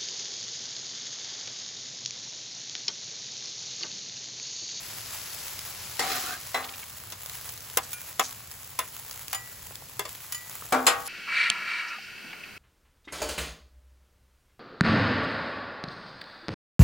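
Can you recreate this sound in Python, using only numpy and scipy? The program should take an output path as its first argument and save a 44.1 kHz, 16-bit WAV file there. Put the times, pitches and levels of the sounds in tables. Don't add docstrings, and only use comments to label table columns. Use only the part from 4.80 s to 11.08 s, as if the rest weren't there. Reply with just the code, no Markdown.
import sys
import numpy as np
from scipy import signal
from scipy.fft import rfft, irfft, next_fast_len
from scipy.io import wavfile
from scipy.ndimage import uniform_filter1d

SR = 44100
rng = np.random.default_rng(int(sys.argv[2]) if len(sys.argv) > 2 else 0)


def persist_wave(psi):
    counts = np.round(np.clip(psi, -1, 1) * 32767).astype(np.int16)
    wavfile.write(sys.argv[1], SR, np.atleast_2d(counts).T)


N = 276931
T = np.arange(N) / SR

# (frequency [Hz], level per Hz [dB])
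BURNER_COLOUR = [(28, -43), (40, -11), (60, -5.5), (82, -0.5), (106, 0.5), (130, -1), (170, -8),
                 (260, -17.5), (500, -16), (1200, -25)]
STEAM_COLOUR = [(150, -8.5), (350, -5.5), (700, -4), (1200, -3), (2200, -0.5), (3300, -1), (5000, 1.5),
                (6200, 0.5), (8000, -2), (11000, -1.5), (16000, -7.5)]
FAT_COLOUR = [(300, -13), (1000, 1.5), (3000, -2), (5500, -5.5), (7000, 0.5), (11000, 1.5), (16000, 4)]
SCRAPE_COLOUR = [(120, -17), (300, 4), (600, -4), (750, 12.5), (900, -5), (1120, 6), (1600, 8), (2600, 3.5),
                 (4500, 1.5), (7000, -6.5), (10000, -28), (16000, -1)]
BLOW_COLOUR = [(60, -23), (150, -19), (300, -3), (600, 1.5), (1200, 0), (2000, -0.5), (3000, -4.5),
               (5000, -8.5), (8000, -6.5), (12000, -10.5), (16000, -22)]

# (time [s], steam level [dB], fat level [dB])
FLARES = [(.2, -45, -46), (2.47, -46, -45), (3.0, -57, -48.5), (4.02, -61, -45.5), (4.28, -65, -51.5),
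          (5.22, -52, -44.5), (5.62, -56, -47), (6.05, -48, -47)]
# (time [s], level before POP_GAIN_DB [dB])
POPS = [(0.6814, -26), (0.7913, -22), (2.4605, -25.5), (2.4968, -24.5), (2.6913, -24.5), (2.7766, -29),
        (3.5103, -27.5), (3.714, -27), (4.148, -33), (4.3116, -26.5), (4.4819, -24), (4.9555, -25)]
# (time [s], level before a shared lift of 4 dB [dB])
PIECES = [(4.909, -43.5), (4.924, -49), (5.022, -44), (5.822, -37), (5.852, -43.5)]
# (middle time [s], level [dB], length [s], centre frequency [Hz])
SLIPS = [(1.84, -41, 0.03, 3200), (1.892, -36.5, .009, 2820), (1.944, -40, 0.014, 3070),
         (2.032, -43.5, 0.018, 2650), (3.039, -44.5, 0.039, 6260), (3.118, -37, .028, 14000),
         (3.45, -37, 0.075, 6700), (3.485, -44, 0.0049, 6850), (4.513, -45, .038, 7000),
         (6.275, -36.5, 0.055, 9100)]
# (frequency [Hz], level [dB], t60 [s])
STEEL_MODES = [(256, -4, .75), (452, -13, .7), (488, -7, .55), (603, -7, .36), (678, -6, .45),
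               (737, -3, .45), (795, -9, .95), (899, -9, .45), (942, -10, .5), (1039, -13, .6),
               (1120, -3, .55), (1219, -1, .5), (1270, -2, .42), (1357, -4, .45), (1410, -5, .35),
               (1497, -5, .4), (1640, -4, .4), (1876, -7, .42), (2369, -14, .3), (3278, -17, .27),
               (3688, -16, .22), (4995, -8, .15), (7540, 0, .13), (8344, -2, .13), (9210, 0, .13)]
# (frequency [Hz], level [dB], t60 [s])
SPATULA_MODES = [(1210, -10.5, 0.21), (1520, -18, 0.29), (1955, -3.5, 0.68), (3010, 0, 0.11),
                 (4870, -5.5, 0.17), (6960, 1, 0.19), (7400, -8.5, 0.18), (9400, 6, 0.13), (9530, 5, 0.062),
                 (11000, 2, 0.062), (13100, 3, 0.082)]
SCRAPER_MODES = [(1446, -4.5, 0.33), (2390, -0.5, 0.38), (6400, -6, 0.16), (9800, 5.5, 0.17),
                 (15500, 12, .05)]
# (time [s], click level [dB], spatula ring level [dB], scraper ring level [dB])
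TINKS = [(3.131, -26.5, -70, -40), (4.532, -30, -58, -57), (4.547, -28, -34.5, -60), (5.523, -25, -40, -49),
         (5.547, -30, -37.5, -60)]
# (time [s], level [dB], bass tilt [dB], treble tilt [dB], edge tick level [dB], basic t60 [s],
#  knock [Hz], zing [Hz], pressed share [0-1], steel ring level [dB], rebound delay [s], 0 for none)
BLOWS = [ (1.193, -25.5, 1, 6.5, -4.5, 0.2, 1870, 4550, 0.03, -14.5, .03),
         (1.743, -23, -5.5, -7.5, -3, 0.31, 2020, 4040, 0.17, -13, 0.0011),
         (2.321, -40.5, -1, 10.5, -3, 0.14, 977, 2770, 0.07, -18, 0),
         (2.9714, -16, -1.5, 3.5, 11, 0.058, 498, 3180, 0.5, -31.5, .0105),
         (3.395, -12.3, -3, -0.5, 1, 0.054, 710, 6810, 0.41, -34, 0.011),
         (3.9894, -23.5, -4.5, 1.5, 12, 0.16, 1012, 10950, 0.53, -35, 0),
         (4.529, -30, -15.5, 0.5, 14, 0.19, 757, 1380, 0.36, -18, 0.0011),
         (5.193, -28, -3, 2.5, 14, 0.18, 410, 3480, 0.62, -37, 0),
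         (5.252, -34.5, 5.5, 5.5, -8, 0.12, 1180, 2240, 0.46, -42, 0),
         (5.923, -17.5, 2, -8.5, -0.5, 0.28, 745, 1150, 0.01, -7.5, .02),
         (6.066, -18.5, -4, 7.5, -9, 0.25, 1103, 4440, 0.08, -6, .01)]
# (frequency [Hz], level [dB])
PRESSED_MODES = [(475, -9.5), (640, -7), (1035, -1), (1270, -5), (2150, -6.5), (2800, -9.5), (3500, -8.5)]
# (frequency [Hz], level [dB])
WIDTH = [(60, -17.5), (300, -10), (800, -3.5), (2000, -2.5), (5500, 2.5), (6600, -4), (8000, 0),
         (9000, -18), (10000, 3), (11000, -19), (16000, 2)]
# (start [Hz], end [Hz])
HALF_TURNS = [(7450, 8700), (9500, 10500), (11600, 12700), (13700, 14700)]

STEAM_DB, FAT_DB = -40, -44
HEAP_STEAM_DB, HEAP_FAT_DB, DRYING_DB_PER_S = -9.5, -1.5, -0.76
GATHER_START_S, GATHER_LENGTH_S = 1.37, 0.9
FLARE_RISE_S, FLARE_T60_S = 0.078, 3.1
POP_GAIN_DB, SMALL_POPS_PER_S, SMALL_POP_DB = -2, 2.5, -33
SLIP_WIDTH_SHARE = 1

STROKE_START_S, STROKE_ATTACK_S, STROKE_LENGTH_S, STROKE_RELEASE_T60_S = 1.189, 0.12, 0.34, 0.26
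STROKE_DB, STROKE_SAG_DB_PER_S = -32.5, -34
FILM_STEAM_DB, FILM_FAT_DB = -1.5, -6
DRONE_HZ, DRONE_WIDTH_HZ, DRONE_DB = 766, 24, -31.5
DRONE_SAG_DB_PER_S, DRONE_RELEASE_T60_S = -53, 0.12
SQUEAL_START_S, SQUEAL_LENGTH_S = 1.42, 0.13
SQUEAL_HZ, SQUEAL_RISE_HZ_PER_S, SQUEAL_WIDTH_HZ = 1250, 2900, 80
SQUEAL_DB, SQUEAL_SWELL_DB_PER_S = -43.5, 70

BLOW_PAN_DB = 2
KNOCK_DB, ZING_DB = -3, -6
REBOUND_DB, REBOUND_TREBLE_DB, REBOUND_TICK_DB, REBOUND_T60_RATIO = -6.5, -6, -6, 1.8
REBOUND_KNOCK_HZ, REBOUND_ZING_HZ = 784, 1138
GRIP_DETUNE_SHARE, PRESSED_T60_RATIO = 0.012, 0.75
TOP_HZ = 15800


def db_to_gain(db):
    return 10 ** (np.asarray(db) / 20)


def gain_curve(points, hz):
    point_hz, point_db = np.transpose(points)
    return db_to_gain(np.interp(np.log(hz + 1), np.log(point_hz), point_db))


def colour(sound, gain_at):
    length = sound.shape[-1]
    size = next_fast_len(length)
    gain = gain_at(np.fft.rfftfreq(size, 1 / SR))
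    gain = gain / np.sqrt(np.mean(gain ** 2))
    return irfft(rfft(sound, size) * gain, size)[..., :length]


def pair(mid, side):
    return np.vstack([mid + side, mid - side])


def noise(size, spread):
    return pair(rng.standard_normal(size), spread * rng.standard_normal(size))


def wander(rate):
    step = max(int(SR / rate), 1)
    values = np.repeat(rng.standard_normal(N // step + 1), step)
    return 1.52 * uniform_filter1d(values, step)[:N]


def fade(t, t60):
    return np.exp(-np.log(1000) * t / t60)


def add(out, start_s, sound):
    i = max(int(start_s * SR), 0)
    out[:, i:i + sound.shape[1]] += sound[:, :max(N - i, 0)]


def ring(modes, t, spread):
    hz, db, t60 = np.transpose(modes)[:, :, None]
    scatter_db, lag = rng.standard_normal((len(modes), 2)).T[:, :, None]
    swing = db_to_gain(db + scatter_db) * fade(t, t60)
    phase = 2 * np.pi * hz * t
    shift = spread * np.sign(lag)
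    left = np.sum(swing * np.sin(phase + shift), axis=0)
    right = np.sum(swing * np.sin(phase - shift), axis=0)
    return np.array([left, right])


def crackle(rate, range_db, t60, spread):
    strength = db_to_gain(range_db * np.minimum(rng.exponential(size=N), 5))
    power = (rng.random(N) < rate / SR) * strength ** 2
    power = signal.lfilter([1], [1, -fade(2 / SR, t60)], power)
    return noise(N, spread) * np.sqrt(power / power.mean())


def ripple(f, depth_db):
    height = np.clip(rng.standard_normal(160), -1.8, 1.8)
    outline = np.interp(np.sqrt(f), np.arange(len(height)), height)
    gain = db_to_gain(depth_db * f / (f + 900) * outline)
    return gain / np.sqrt(np.mean(gain ** 2))


def gesture(start_s, attack_s, length_s, sag_db_per_s, release_t60):
    t = np.maximum(T - start_s, 0)
    rise = np.minimum(t / attack_s, 1)
    sag = db_to_gain(sag_db_per_s * np.clip(t - attack_s, 0, length_s))
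    return rise * sag * fade(np.maximum(t - length_s, 0), release_t60)


def stroke():
    force = gesture(STROKE_START_S, STROKE_ATTACK_S, STROKE_LENGTH_S,
                    STROKE_SAG_DB_PER_S, STROKE_RELEASE_T60_S)
    return db_to_gain(STROKE_DB) * force


def burners():
    rumble = colour(noise(N, 1.0), lambda f: gain_curve(BURNER_COLOUR, f))
    return rumble * db_to_gain(-53.0 + 0.78 * wander(5.2))


def frying(spread_db, heap_db, film_db, flares):
    gathered = np.clip((T - GATHER_START_S) / GATHER_LENGTH_S, 0, 1)
    drying_db = DRYING_DB_PER_S * np.maximum(T - GATHER_START_S, 0)
    pile = db_to_gain(spread_db + heap_db * gathered + drying_db)
    film = db_to_gain(film_db) * stroke()
    flare_power = 0
    for start_s, db in flares:
        flare = db_to_gain(db) * gesture(start_s, FLARE_RISE_S, FLARE_RISE_S, 0, FLARE_T60_S)
        flare_power = flare_power + flare ** 2
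    return np.sqrt(pile ** 2 + film ** 2 + flare_power)


def sizzle():
    boiling = frying(STEAM_DB, HEAP_STEAM_DB, FILM_STEAM_DB, [(s, db) for s, db, _ in FLARES])
    spitting = frying(FAT_DB, HEAP_FAT_DB, FILM_FAT_DB, [(s, db) for s, _, db in FLARES])
    steam = noise(N, 0.4) + db_to_gain(-2) * crackle(rate=1400, range_db=3, t60=0.005, spread=0.4)
    fat = noise(N, 0.35) + db_to_gain(2) * crackle(rate=1200, range_db=3.9, t60=0.005, spread=0.35)
    steam = colour(steam, lambda f: gain_curve(STEAM_COLOUR, f))
    fat = colour(fat, lambda f: gain_curve(FAT_COLOUR, f))
    steam = steam * boiling * db_to_gain(0.47 * wander(11.0))
    fat = fat * spitting * db_to_gain(1.57 * wander(22.33))
    return steam * pair(0.66, 0.094) + fat


def pops():
    out, t = np.zeros((2, N)), T[:1024]
    large = [(s, db + POP_GAIN_DB) for s, db in POPS]
    small = [(s, SMALL_POP_DB) for s in T[rng.random(N) < SMALL_POPS_PER_S / SR]]
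    for start_s, db in large + small:
        hz = 7500 * np.exp(0.3 * rng.standard_normal())
        burst = noise(len(t), 0.83) * fade(t, 0.0092)
        tick = colour(burst, lambda f: np.sqrt(f * hz / (f ** 2 + hz ** 2)))
        add(out, start_s, db_to_gain(db) * tick)
    return out


def pieces():
    out, t = np.zeros((2, N)), T[:2048]
    for start_s, db in PIECES:
        burst = noise(len(t), 0.53) * fade(t, 0.02)
        pat = colour(burst, lambda f: 1 / (1 + ((f - 1000) / 550) ** 2))
        add(out, start_s, db_to_gain(db + 4) * pat)
    return out


def slips():
    out, t = np.zeros((2, N)), T[:12000]
    middle = t[-1] / 2
    grit = crackle(rate=530, range_db=1.5, t60=0.011, spread=0.41)
    for k, (middle_s, db, length_s, hz) in enumerate(SLIPS):
        width_hz = SLIP_WIDTH_SHARE * hz
        piece = grit[:, k * len(t):(k + 1) * len(t)]
        swish = colour(piece, lambda f: ripple(f, depth_db=5) / (1 + (2 * (f - hz) / width_hz) ** 2))
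        swell = np.exp(-(2 * (t - middle) / length_s) ** 2)
        add(out, middle_s - middle, db_to_gain(db) * swish * swell)
    return out


def scrape():
    grit = crackle(rate=1200, range_db=-0.5, t60=0.014, spread=0.62)
    grit = grit * stroke() * db_to_gain(2.5 * wander(44.73))
    rasp = colour(grit, lambda f: gain_curve(SCRAPE_COLOUR, f) * ripple(f, depth_db=4.5))
    t = T[:16000]
    body = ring(STEEL_MODES, t, spread=0.2) * fade(t, 0.66)
    body = body / np.sqrt(np.sum(body ** 2, axis=1, keepdims=True))
    steel = signal.fftconvolve(rasp, body, axes=1)[:, :N]
    return rasp + db_to_gain(-11.5) * steel


def rubbed(hz, width_hz):
    def slow_noise():
        return colour(noise(N, 0.32), lambda f: 1 / (1 + (2 * f / width_hz) ** 2))
    phase = 2 * np.pi * np.cumsum(hz * np.ones(N)) / SR
    return (slow_noise() * np.cos(phase) + slow_noise() * np.sin(phase)) / np.sqrt(2)


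def singing():
    drone_gain = gesture(STROKE_START_S, 0.02, STROKE_LENGTH_S, DRONE_SAG_DB_PER_S, DRONE_RELEASE_T60_S)
    drone = rubbed(DRONE_HZ, DRONE_WIDTH_HZ) * drone_gain
    squeal_t = np.clip(T - SQUEAL_START_S, 0, SQUEAL_LENGTH_S)
    squeal_hz = SQUEAL_HZ + SQUEAL_RISE_HZ_PER_S * squeal_t
    squeal_gain = gesture(SQUEAL_START_S, 0.02, SQUEAL_LENGTH_S, SQUEAL_SWELL_DB_PER_S, 0.092)
    squeal = rubbed(squeal_hz, SQUEAL_WIDTH_HZ) * squeal_gain
    return db_to_gain(DRONE_DB) * drone + db_to_gain(SQUEAL_DB) * squeal


def tinks():
    out, t = np.zeros((2, N)), T[:24000]
    for start_s, click_db, spatula_db, scraper_db in TINKS:
        click = colour(noise(len(t), 0.3), lambda f: f / (f + 2500)) * fade(t, 0.059)
        spatula = db_to_gain(spatula_db) * ring(SPATULA_MODES, t, spread=0.69)
        scraper = db_to_gain(scraper_db) * ring(SCRAPER_MODES, t, spread=0.28)
        add(out, start_s, db_to_gain(click_db) * click + spatula + scraper)
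    return out


def clash(t, t60, tilt):
    edges = 60 * 2 ** (np.arange(18) / 2)
    f = np.fft.rfftfreq(len(t), 1 / SR)
    gain = gain_curve(BLOW_COLOUR, f)
    gain = gain / np.sqrt(np.mean(gain ** 2))
    gain = gain * gain_curve(tilt, f) * ripple(f, depth_db=6)
    spectrum = rfft(noise(len(t), 0.56)) * gain
    crowd = np.zeros((2, len(t)))
    for low, high in zip(edges, edges[1:]):
        band = irfft(spectrum * (f >= low) * (f < high), len(t))
        crowd += band * fade(t, t60 * min(1100 / low, 1) ** 0.38)
    return crowd * (1.106 + 0.22 * fade(t, 0.0092))


def strike(bass_db, treble_db, tick_db, t60, knock_hz, zing_hz, pressed_share, ring_db):
    t = T[:26000]
    tilt = [(350, bass_db), (1200, 0), (5500, treble_db)]

    def tilt_db(hz):
        return 20 * np.log10(gain_curve(tilt, hz))

    tick = colour(noise(len(t), 0.37), lambda f: f / (f + 12000)) * fade(t, 0.021)
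    grip = 1 + GRIP_DETUNE_SHARE * rng.standard_normal()
    pressed_modes = [(hz * grip, db + tilt_db(hz), PRESSED_T60_RATIO * t60) for hz, db in PRESSED_MODES]
    pressed = ring(pressed_modes, t, spread=0.46)
    share = np.clip(pressed_share, 0, 1)
    body = np.sqrt(1 - share) * clash(t, t60, tilt) + np.sqrt(share) * pressed
    knock_zing = ring([(knock_hz, KNOCK_DB, 0.7 * t60), (zing_hz, ZING_DB, 0.63 * t60)], t, spread=0.37)
    steel_modes = [(hz, db + ring_db + tilt_db(hz), mode_t60) for hz, db, mode_t60 in STEEL_MODES]
    steel = ring(steel_modes, t, spread=0.7)
    contact = 1 - fade(t, 0.0073)
    return (db_to_gain(tick_db) * tick + body + knock_zing + steel) * contact


def blows():
    out = np.zeros((2, N))
    for (start_s, db, bass_db, treble_db, tick_db, t60,
         knock_hz, zing_hz, pressed_share, ring_db, rebound_s) in BLOWS:
        first = strike(bass_db, treble_db, tick_db, t60, knock_hz, zing_hz, pressed_share, ring_db)
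        add(out, start_s, db_to_gain(db) * first)
        if rebound_s > 0:
            again = strike(bass_db, treble_db + REBOUND_TREBLE_DB, tick_db + REBOUND_TICK_DB,
                           t60 * REBOUND_T60_RATIO, REBOUND_KNOCK_HZ, REBOUND_ZING_HZ,
                           pressed_share, ring_db)
            add(out, start_s + rebound_s, db_to_gain(db + REBOUND_DB) * again)
    return out * db_to_gain(pair(0, BLOW_PAN_DB / 2))


def scene():
    background = burners() + sizzle() + pops() + pieces()
    blades = slips() + scrape() + singing() + tinks() + blows()
    return background + blades


def record(dry):
    size = next_fast_len(N + 4096)
    f = np.fft.rfftfreq(size, 1 / SR)
    left, right = rfft(dry, size)
    side = (left - right) / 2 * gain_curve(WIDTH, f)
    both = pair((left + right) / 2, side)
    turn = np.pi * sum(np.clip((f - low) / (high - low), 0, 1) for low, high in HALF_TURNS)
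    heard = irfft(both * np.exp(1j * pair(0, -turn / 2)), size)[:, :N]
    treble_cut = signal.ellip(10, 0.2, 70, TOP_HZ, fs=SR, output="sos")
    return signal.sosfilt(treble_cut, heard)


dry = scene()
out = record(dry)
persist_wave(out)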